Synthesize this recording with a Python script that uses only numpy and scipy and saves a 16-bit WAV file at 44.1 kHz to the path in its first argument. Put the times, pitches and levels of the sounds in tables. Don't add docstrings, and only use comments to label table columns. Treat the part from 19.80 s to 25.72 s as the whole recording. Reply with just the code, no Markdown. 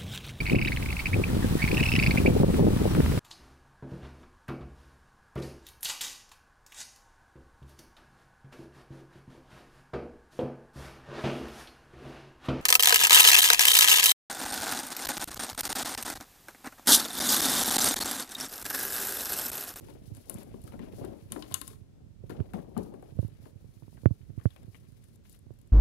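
import sys
import numpy as np
from scipy import signal
from scipy.io import wavfile
from scipy.ndimage import uniform_filter1d

SR = 44100
rng = np.random.default_rng(int(sys.argv[2]) if len(sys.argv) > 2 else 0)


def volts_from_db(level):
    exponent = np.asarray(level, float) / 20
    return 10 ** exponent


def digitize_waveform(pressure):
    field = np.atleast_2d(pressure).T
    bounded = np.clip(field, -1, 1)
    quanta = np.round(bounded * 32767).astype(np.int16)
    wavfile.write(sys.argv[1], SR, quanta)


N = 261072

# centre_hz, width_hz, level_db
SKIRTING_MODES = [(195, 60, -3), (255, 50, 0), (335, 70, -2), (430, 100, -6), (570, 170, -9),
                  (800, 400, -19)]


def band(x, hz, width):
    return signal.lfilter(*signal.iirpeak(hz, hz / width, fs=SR), x)


def body(x, modes):
    total = 0
    for k, (hz, width, db) in enumerate(modes):
        mode = band(band(x, hz, 1.4 * width), hz, 1.4 * width)
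        total = total + (-1) ** k * volts_from_db(db) * mode
    return total


def cut(x, hz, kind, order):
    return signal.sosfilt(signal.butter(order, hz, kind, fs=SR, output="sos"), x)


def unit(x):
    return x / np.sqrt(np.mean(x ** 2))


def grainy(rate, scatter_db, tail_s):
    slips = (rng.random(N) < rate / SR) * volts_from_db(scatter_db * rng.exponential(size=N))
    decay = np.exp(-1 / (tail_s * SR))
    level = signal.lfilter([1], [1, -decay], slips + rate / SR)
    return unit(rng.standard_normal(N) * level)


def strike(times, gains, shapes):
    length = shapes.shape[-1]
    out = np.zeros(N + length)
    for s, gain, shape in zip(times, gains, np.broadcast_to(shapes, (len(times), length))):
        start = int(s * SR)
        out[start:start + length] += gain * shape / np.abs(shape).max()
    return out[:N]


def bursts(decay_s, modes, own_hz, sharpness):
    t = np.arange(8192) / SR
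    force = np.exp(-t / decay_s) + 1.7 * np.exp(-6.0 * t / decay_s)
    push = rng.standard_normal((len(own_hz), len(t))) * force
    spot = [body(p, [(hz, hz / sharpness, 0)]) for p, hz in zip(push, own_hz)]
    return body(push, modes) + np.array(spot)


def effort():
    # start_s, length_s, paw_weight_db, fur_speed_db
    drags = [(0.0, 1.94, -57, -66.5), (0.0, .14, -52, -62.5), (0.34, 0.19, -60.5, -64),
             (0.491, 0.15, -45, -60.5), (.65, 0.14, -52, -85), (0.839, .24, -46, -67),
             (1.062, .13, -50.5, -68), (2.964, 0.079, -49, -65.5), (1.166, 0.14, -39.5, -62),
             (1.5, 0.23, -45, -61.5), (1.728, 0.23, -59, -61), (2.419, .9, -62, -74.5),
             (3.192, 2.17, -72, -72.5), (3.32, 0.21, -61.5, -78), (3.61, .1, -77, -64),
             (4.048, 0.18, -73.5, -69.5), (4.585, 0.33, -71, -73), (4.905, 0.084, -78, -68.5),
             (5.153, .14, -73, -76), (5.444, 0.13, -86, -64), (5.618, 0.29, -72, -80.5)]
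    # start_s, paw_weight_db, fur_speed_db
    swipes = [
        (1.24, -41.5, -69),
        (1.52, -53, -51.5),
        (1.741, -52.5, -53.5),
        (1.93, -63.5, -65),
        (2.501, -40.5, -59),
        (2.737, -38.5, -58.5),
        (2.971, -37, -59),
    ]
    edge_s, still_paw_db, still_fur_db = 0.02, -76, -95
    paw_fade_db_s, fur_fade_db_s = 64.5, 137
    scrape_paw_share, scrape_db = 0.22, -5
    t = np.arange(N) / SR
    paw_power = volts_from_db(still_paw_db) ** 2 + 0 * t
    fur_power = volts_from_db(still_fur_db) ** 2 + 0 * t
    for s, length, paw_db, fur_db in drags:
        held = np.clip(np.minimum(t - s, s + length - t) / edge_s + 0.5, 0, 1) ** 2
        paw_power += held * volts_from_db(paw_db) ** 2
        fur_power += held * volts_from_db(fur_db) ** 2
    for s, paw_db, fur_db in swipes:
        since = np.maximum(t - s, 0)
        paw_power += (t > s) * volts_from_db(paw_db - paw_fade_db_s * since) ** 2
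        fur_power += (t > s) * volts_from_db(fur_db - fur_fade_db_s * since) ** 2
    paw, fur = np.sqrt(paw_power), np.sqrt(fur_power)
    scrape = volts_from_db(scrape_db) * paw ** scrape_paw_share * fur ** (1 - scrape_paw_share)
    return paw, scrape, fur


def rustle(rumble, scrape, hiss):
    # centre_hz, width_hz, level_db
    scrape_modes = [(1059, 120, -11.5), (1500, 1500, 15), (800, 120, -10.5), (2300, 1940, 10.5),
                    (3740, 2040, -3)]
    # centre_hz, width_hz, level_db
    fur_modes = [(4360, 2470, -5.5), (7700, 3400, -10.5), (9870, 1500, -1), (13000, 4100, -7)]
    low = rumble * unit(body(grainy(60, 2.4, 0.014), SKIRTING_MODES))
    middle = scrape * unit(body(grainy(80, 3.2, 0.008), scrape_modes))
    high = hiss * unit(body(grainy(76, 3.1, 0.018), fur_modes))
    return low, middle + high


def floor_slab(rumble):
    deep = unit(cut(cut(grainy(60, 1.5, 0.02), 90, "high", order=2), 170, "low", order=2))
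    weight = unit(cut(cut(grainy(45, 2.1, 0.065), 43, "high", order=2), 100, "low", order=2))
    return volts_from_db(-58) * deep + volts_from_db(-6) * uniform_filter1d(rumble, size=4000) * weight


def spread(x, hz, count):
    tangent = np.tan(np.pi * hz / SR)
    a = (1 - tangent) / (1 + tangent)
    for _ in range(count):
        x = signal.lfilter([-a, 1], [1, -a], x)
    return x


def hand():
    # time_s, pressure_db
    grip = [(0.0, -47.5), (.4, -55.5), (.5, -54.5), (.9, -48), (1.25, -50), (1.45, -56), (1.9, -49.5),
            (2.15, -58), (2.5, -47), (2.8, -50.5), (3.1, -56), (3.4, -47), (3.6, -54), (4.2, -54.5),
            (4.55, -50.5), (4.9, -55), (5.4, -55.5), (5.92, -55)]
    # start_s, thump_db, tick_over_thump_db (quickness), case_knock_over_thump_db
    slip_events = [(.0091, -45.5, -7.5, -2), (0.3167, -31, -30, -20.5), (4.1285, -50, -3, -13),
                   (1.136, -39.5, -13, 0.5), (1.2162, -34.5, -16, -14), (1.5142, -38.5, -11, -12),
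                   (1.715, -37.5, -22, -23.5), (2.4383, -34.5, -26, -5), (2.5912, -28.5, -18, -18),
                   (2.6034, -18.5, -24.5, -10), (3.3222, -38.5, -20, -10), (3.37, -38.5, -20, -12),
                   (3.3895, -15.5, -30.5, -12.5), (3.429, -30.5, -21, -8), (3.4466, -24, -31, -16),
                   (3.4842, -41.5, -14, -14), (3.845, -38.5, -20, -12), (4.0232, -41.5, -7, -14),
                   (4.0297, -39, -31, -15), (4.0803, -39, -12, -22), (4.1769, -46, -3, -5),
                   (4.234, -34, -19, -8.5), (4.244, -52, -6, -10.5), (4.2585, -7.5, -13.5, -13),
                   (4.3083, -18.5, -31, -19.5), (4.5024, -36.5, -27.5, -12.5), (4.5769, -26, -26.5, -14.5),
                   (4.6561, -11.5, -17, -18.5), (5.6665, -40.5, -17, -18), (5.7059, -37.5, -24, -6)]
    # start_s, thump_db
    nudges = [(.2769, -38), (0.374, -42), (0.5352, -41), (0.5524, -33.5), (0.8398, -35.5), (1.03, -39),
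              (1.425, -40), (1.456, -39), (1.9506, -42.5), (2.0134, -42.5), (2.235, -44), (2.2644, -43),
              (2.4043, -42), (2.5773, -35), (2.7915, -41), (3.6, -41.5), (3.6372, -42.5), (3.7577, -37.5),
              (3.888, -41), (3.9668, -41), (4.1452, -42), (4.284, -33.5), (4.405, -45), (4.43, -44),
              (4.4952, -34.5), (4.8454, -39.5), (4.8803, -36.5), (5.0855, -42.5), (5.1222, -42.5),
              (5.4023, -55)]
    # centre_hz, width_hz, level_db
    case_modes = [(350, 114, 10), (550, 215, -1.5), (797, 378, -14.5)]
    nudge_tick_db, nudge_case_db = -29, -21.5
    jolt = spread(cut(np.ones(4096), 93.8, "high", order=6), 900, count=2)
    ramp = -np.cumsum(jolt)
    thump = ramp + 0.2 * band(ramp, 116, 41.4)
    rows = slip_events + [row + (nudge_tick_db, nudge_case_db) for row in nudges]
    s, thump_db, quick_db, knock_db = np.transpose(rows)
    tick_db, case_db = thump_db + quick_db, thump_db + knock_db

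    edge = cut(jolt, 600, "high", order=2)
    tick_top_hz = 2300 * volts_from_db(0.22 * (tick_db + 19.0))
    ticks = np.array([cut(edge, hz, "low", order=6) for hz in tick_top_hz])
    softness_db = np.clip(quick_db, -32, -14)
    thump_top_hz = 650 * volts_from_db(0.33 * (softness_db + 8.5))
    thumps = np.array([cut(thump, hz, "low", order=2) for hz in thump_top_hz])
    slips = strike(s - 0.0012, volts_from_db(thump_db + 2.0), thumps)
    slips += strike(s - 0.0008, volts_from_db(tick_db + 4.0), ticks)
    slips += strike(s - 0.001, volts_from_db(case_db + 4.0), bursts(0.0033, case_modes, 0 * s + 400, 2.87))

    creep = (rng.random(N) < 230 / SR) * rng.standard_normal(N) * volts_from_db(1.45 * rng.exponential(size=N))
    creep = unit(cut(signal.fftconvolve(creep, thump)[:N], 260, "low", order=2))
    sway = unit(cut(cut(rng.standard_normal(N), 60, "low", order=2), 42, "high", order=4))
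    grip_s, grip_db = np.transpose(grip)
    pressure = volts_from_db(np.interp(np.arange(N) / SR, grip_s, grip_db))
    case_rub = volts_from_db(-73) * unit(body(grainy(49, 1.17, 0.009), case_modes))
    return slips + pressure * (creep + volts_from_db(-3.0) * sway) + case_rub


def knocks():
    # start_s, level_db, board_pitch_hz
    blows = [(0.039, -49, 330), (0.089, -51, 310), (0.152, -40.5, 432), (0.369, -46.5, 410),
             (0.493, -39.5, 533), (0.548, -35.5, 214), (0.741, -32.5, 195), (0.927, -44, 170),
             (0.994, -33, 228), (1.033, -34.5, 228), (1.242, -28.5, 315), (1.519, -37, 214),
             (1.56, -28, 420), (1.711, -44, 614), (1.812, -44.5, 302), (2.205, -56, 216.4),
             (2.498, -29, 311), (2.738, -23.5, 197), (2.783, -29.5, 167), (2.966, -20, 236),
             (3.015, -43, 210), (3.138, -36.5, 270), (1.187, -35.5, 250), (3.225, -37.5, 443),
             (3.623, -53, 415), (3.658, -40, 423), (4.759, -52, 530), (4.825, -47.5, 220)]
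    # centre_hz, width_hz, level_db
    pad_modes = [(614, 300, 0), (1100, 640, -5.5)]
    s, db, hz = np.transpose(blows)
    board_modes = [(f, width, board_db - 9) for f, width, board_db in SKIRTING_MODES]
    slap = strike(s, volts_from_db(db - 11), bursts(0.006, pad_modes, 2.4 * hz, 2.5))
    board = strike(s, volts_from_db(db + 2.0), bursts(0.023, board_modes, hz, 2.94))
    return board + slap


def claws():
    # start_s, tip_db, dull_over_tip_db, spot_ring_hz
    taps = [(.0851, -56, 13, 890), (0.1007, -52.5, 4, 900), (0.349, -47.5, -6, 1530),
            (.6134, -63, 14.5, 910), (.7412, -60, 4.5, 900), (0.876, -51, 8.5, 1220),
            (0.9219, -58, 18, 870), (0.934, -66, 23, 1340), (.992, -55.5, 12.5, 1780),
            (1.2483, -46.5, 2, 1500), (1.5622, -57.5, 23.5, 1010), (1.7133, -49.5, 10.5, 990),
            (1.7533, -47, 4, 1103), (2.4954, -51, 9, 885), (2.5054, -52.5, 15.5, 1310),
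            (2.705, -70, 12, 1300), (2.7347, -51, 13.5, 1230), (2.79, -65.5, 16, 1500),
            (3.1394, -61, 18, 1090), (3.655, -61, 13, 890), (4.5886, -69, 17.5, 2000),
            (4.597, -68.5, 19, 1100), (4.6112, -70, 18.5, 1440), (4.625, -73, 15, 1900),
            (4.665, -66, 14, 3200), (2.9772, -40, 0.5, 903), (4.7047, -62.5, 14, 3300),
            (4.762, -60, 18, 2420), (4.9456, -58.5, 16.5, 2000), (4.952, -63, 16, 2830)]
    # start_s, tip_db, dull_over_tip_db
    flicks = [(0.0436, -71, 16), (0.3684, -46.5, -10), (.5845, -47, -31), (0.6316, -45.5, -14),
              (0.817, -52, -20), (.839, -48, -32), (3.2245, -59, 2), (3.3647, -64, -14),
              (3.4154, -59.5, -4), (3.4793, -57, -19), (4.171, -70.5, 18), (4.719, -69.5, -12),
              (4.831, -60.5, 3.5), (5.121, -63, -3), (5.24, -55.5, -12), (5.285, -60, -15),
              (5.358, -58, -9), (5.4955, -48.5, -26), (5.527, -49, -38), (5.548, -56, -26),
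              (5.5906, -55.5, -21), (5.7383, -63, -16), (5.7882, -59.5, -11), (5.8146, -58, -15),
              (5.8738, -62.5, -12)]
    # start_s, tip_db, shaft_over_tip_db, dull_over_tip_db, tip_ring_hz
    clacks = [
        (0.4967, -26, -19, -16.5, 10530),
        (0.5422, -36, -32, -18, 10400),
        (1.5207, -25, -9, -14.5, 10170),
        (1.6233, -49, 12, 9.5, 9800),
        (1.7225, -42, 1.5, -4, 9550),
        (1.7418, -18, -8, -14, 8150),
        (1.7436, -20, -10, -30.5, 10700),
        (1.8144, -29, -6.5, -8, 10200),
        (1.8777, -35.5, -12, -11.5, 9900),
        (1.931, -58, -3, 8, 9000),
    ]
    # centre_hz, width_hz, level_db
    bright_modes = [(7400, 1100, 0), (8600, 1500, -4), (10400, 1800, -4), (13500, 3500, -11)]
    # centre_hz, width_hz, level_db
    middle_modes = [(2940, 334, 1), (3660, 400, 3.5), (4170, 1130, -4.5)]
    # centre_hz, width_hz, level_db
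    low_modes = [(1073, 54, -9.5), (2000, 1400, -16), (710, 1100, -8.5)]
    soft_tip_hz, flick_hz, clack_hz = 10970, 1420, 1300
    middle_share, middle_db = 0.35, -6
    gap_hz, gap_width_hz, gap_db = 1062, 30, -4
    soft = [(s, db, middle_share * dull + middle_db, dull, soft_tip_hz, hz)
            for s, db, dull, hz in taps + [row + (flick_hz,) for row in flicks]]
    rows = [row + (clack_hz,) for row in clacks] + soft
    s, tip_db, shaft_db, dull_db, tip_hz, low_hz = np.transpose(rows)
    bright = strike(s, volts_from_db(tip_db + 8.5), bursts(0.003, bright_modes, tip_hz, 5.3))
    middle = strike(s, volts_from_db(tip_db + shaft_db + 5), bursts(0.0057, middle_modes, 0 * s + 3700, 11.3))
    dull = strike(s, volts_from_db(tip_db + dull_db), bursts(0.012, low_modes, low_hz, 4.5))
    click = np.exp(-np.arange(8192) / 4.5)
    note = band(band(click, gap_hz, gap_width_hz), gap_hz, 400)
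    hard = slice(len(clacks))
    gap = strike(s[hard], volts_from_db(tip_db + dull_db + gap_db)[hard], note)
    return bright + middle, dull + gap


def room(x, t60_s):
    t = np.arange(int(0.6 * SR)) / SR
    tail = rng.standard_normal((2, len(t))) * 10 ** (-3 * t / t60_s) * np.minimum(t / 0.006, 1)
    return signal.fftconvolve(x[None], tail / np.sqrt(np.sum(tail[0] ** 2)))[:, :N]


def scene():
    levels = effort()
    drag_low, high = rustle(*levels)
    low = drag_low + knocks()
    sharp, dull = claws()
    ticks = sharp + dull
    wet = volts_from_db(-14.5) * room(ticks, 0.36) + volts_from_db(-9.5) * room(low, 0.44)
    muffled = volts_from_db(-11.5) * cut(np.roll(low, 22), 260, "low", order=1)
    muffled += volts_from_db(-32.0) * cut(sharp, 3000, "low", order=1)
    muffled += volts_from_db(-17.5) * np.roll(dull, 22)
    far_high = volts_from_db(-9) * cut(rustle(*levels)[1], 1800, "high", order=1)
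    far_wet = volts_from_db(-6.0) * cut(wet[1], 4000, "low", order=1)
    own_noise = volts_from_db(-76.0) * unit(cut(rng.standard_normal((2, N)), 5000, "low", order=1))
    left = low + high + ticks + wet[0] + floor_slab(levels[0])
    right = muffled + far_high + far_wet + hand()
    return np.array([left, right]) + own_noise


def top_cut(x):
    return signal.sosfilt(signal.butter(12, 16470, fs=SR, output="sos"), x)


def record(dry):
    top = signal.ellip(8, 0.3, 50, 15700, fs=SR, output="sos")
    mix = signal.sosfilt(top, dry)
    return top_cut(mix)


dry = scene()
out = record(dry)
digitize_waveform(out)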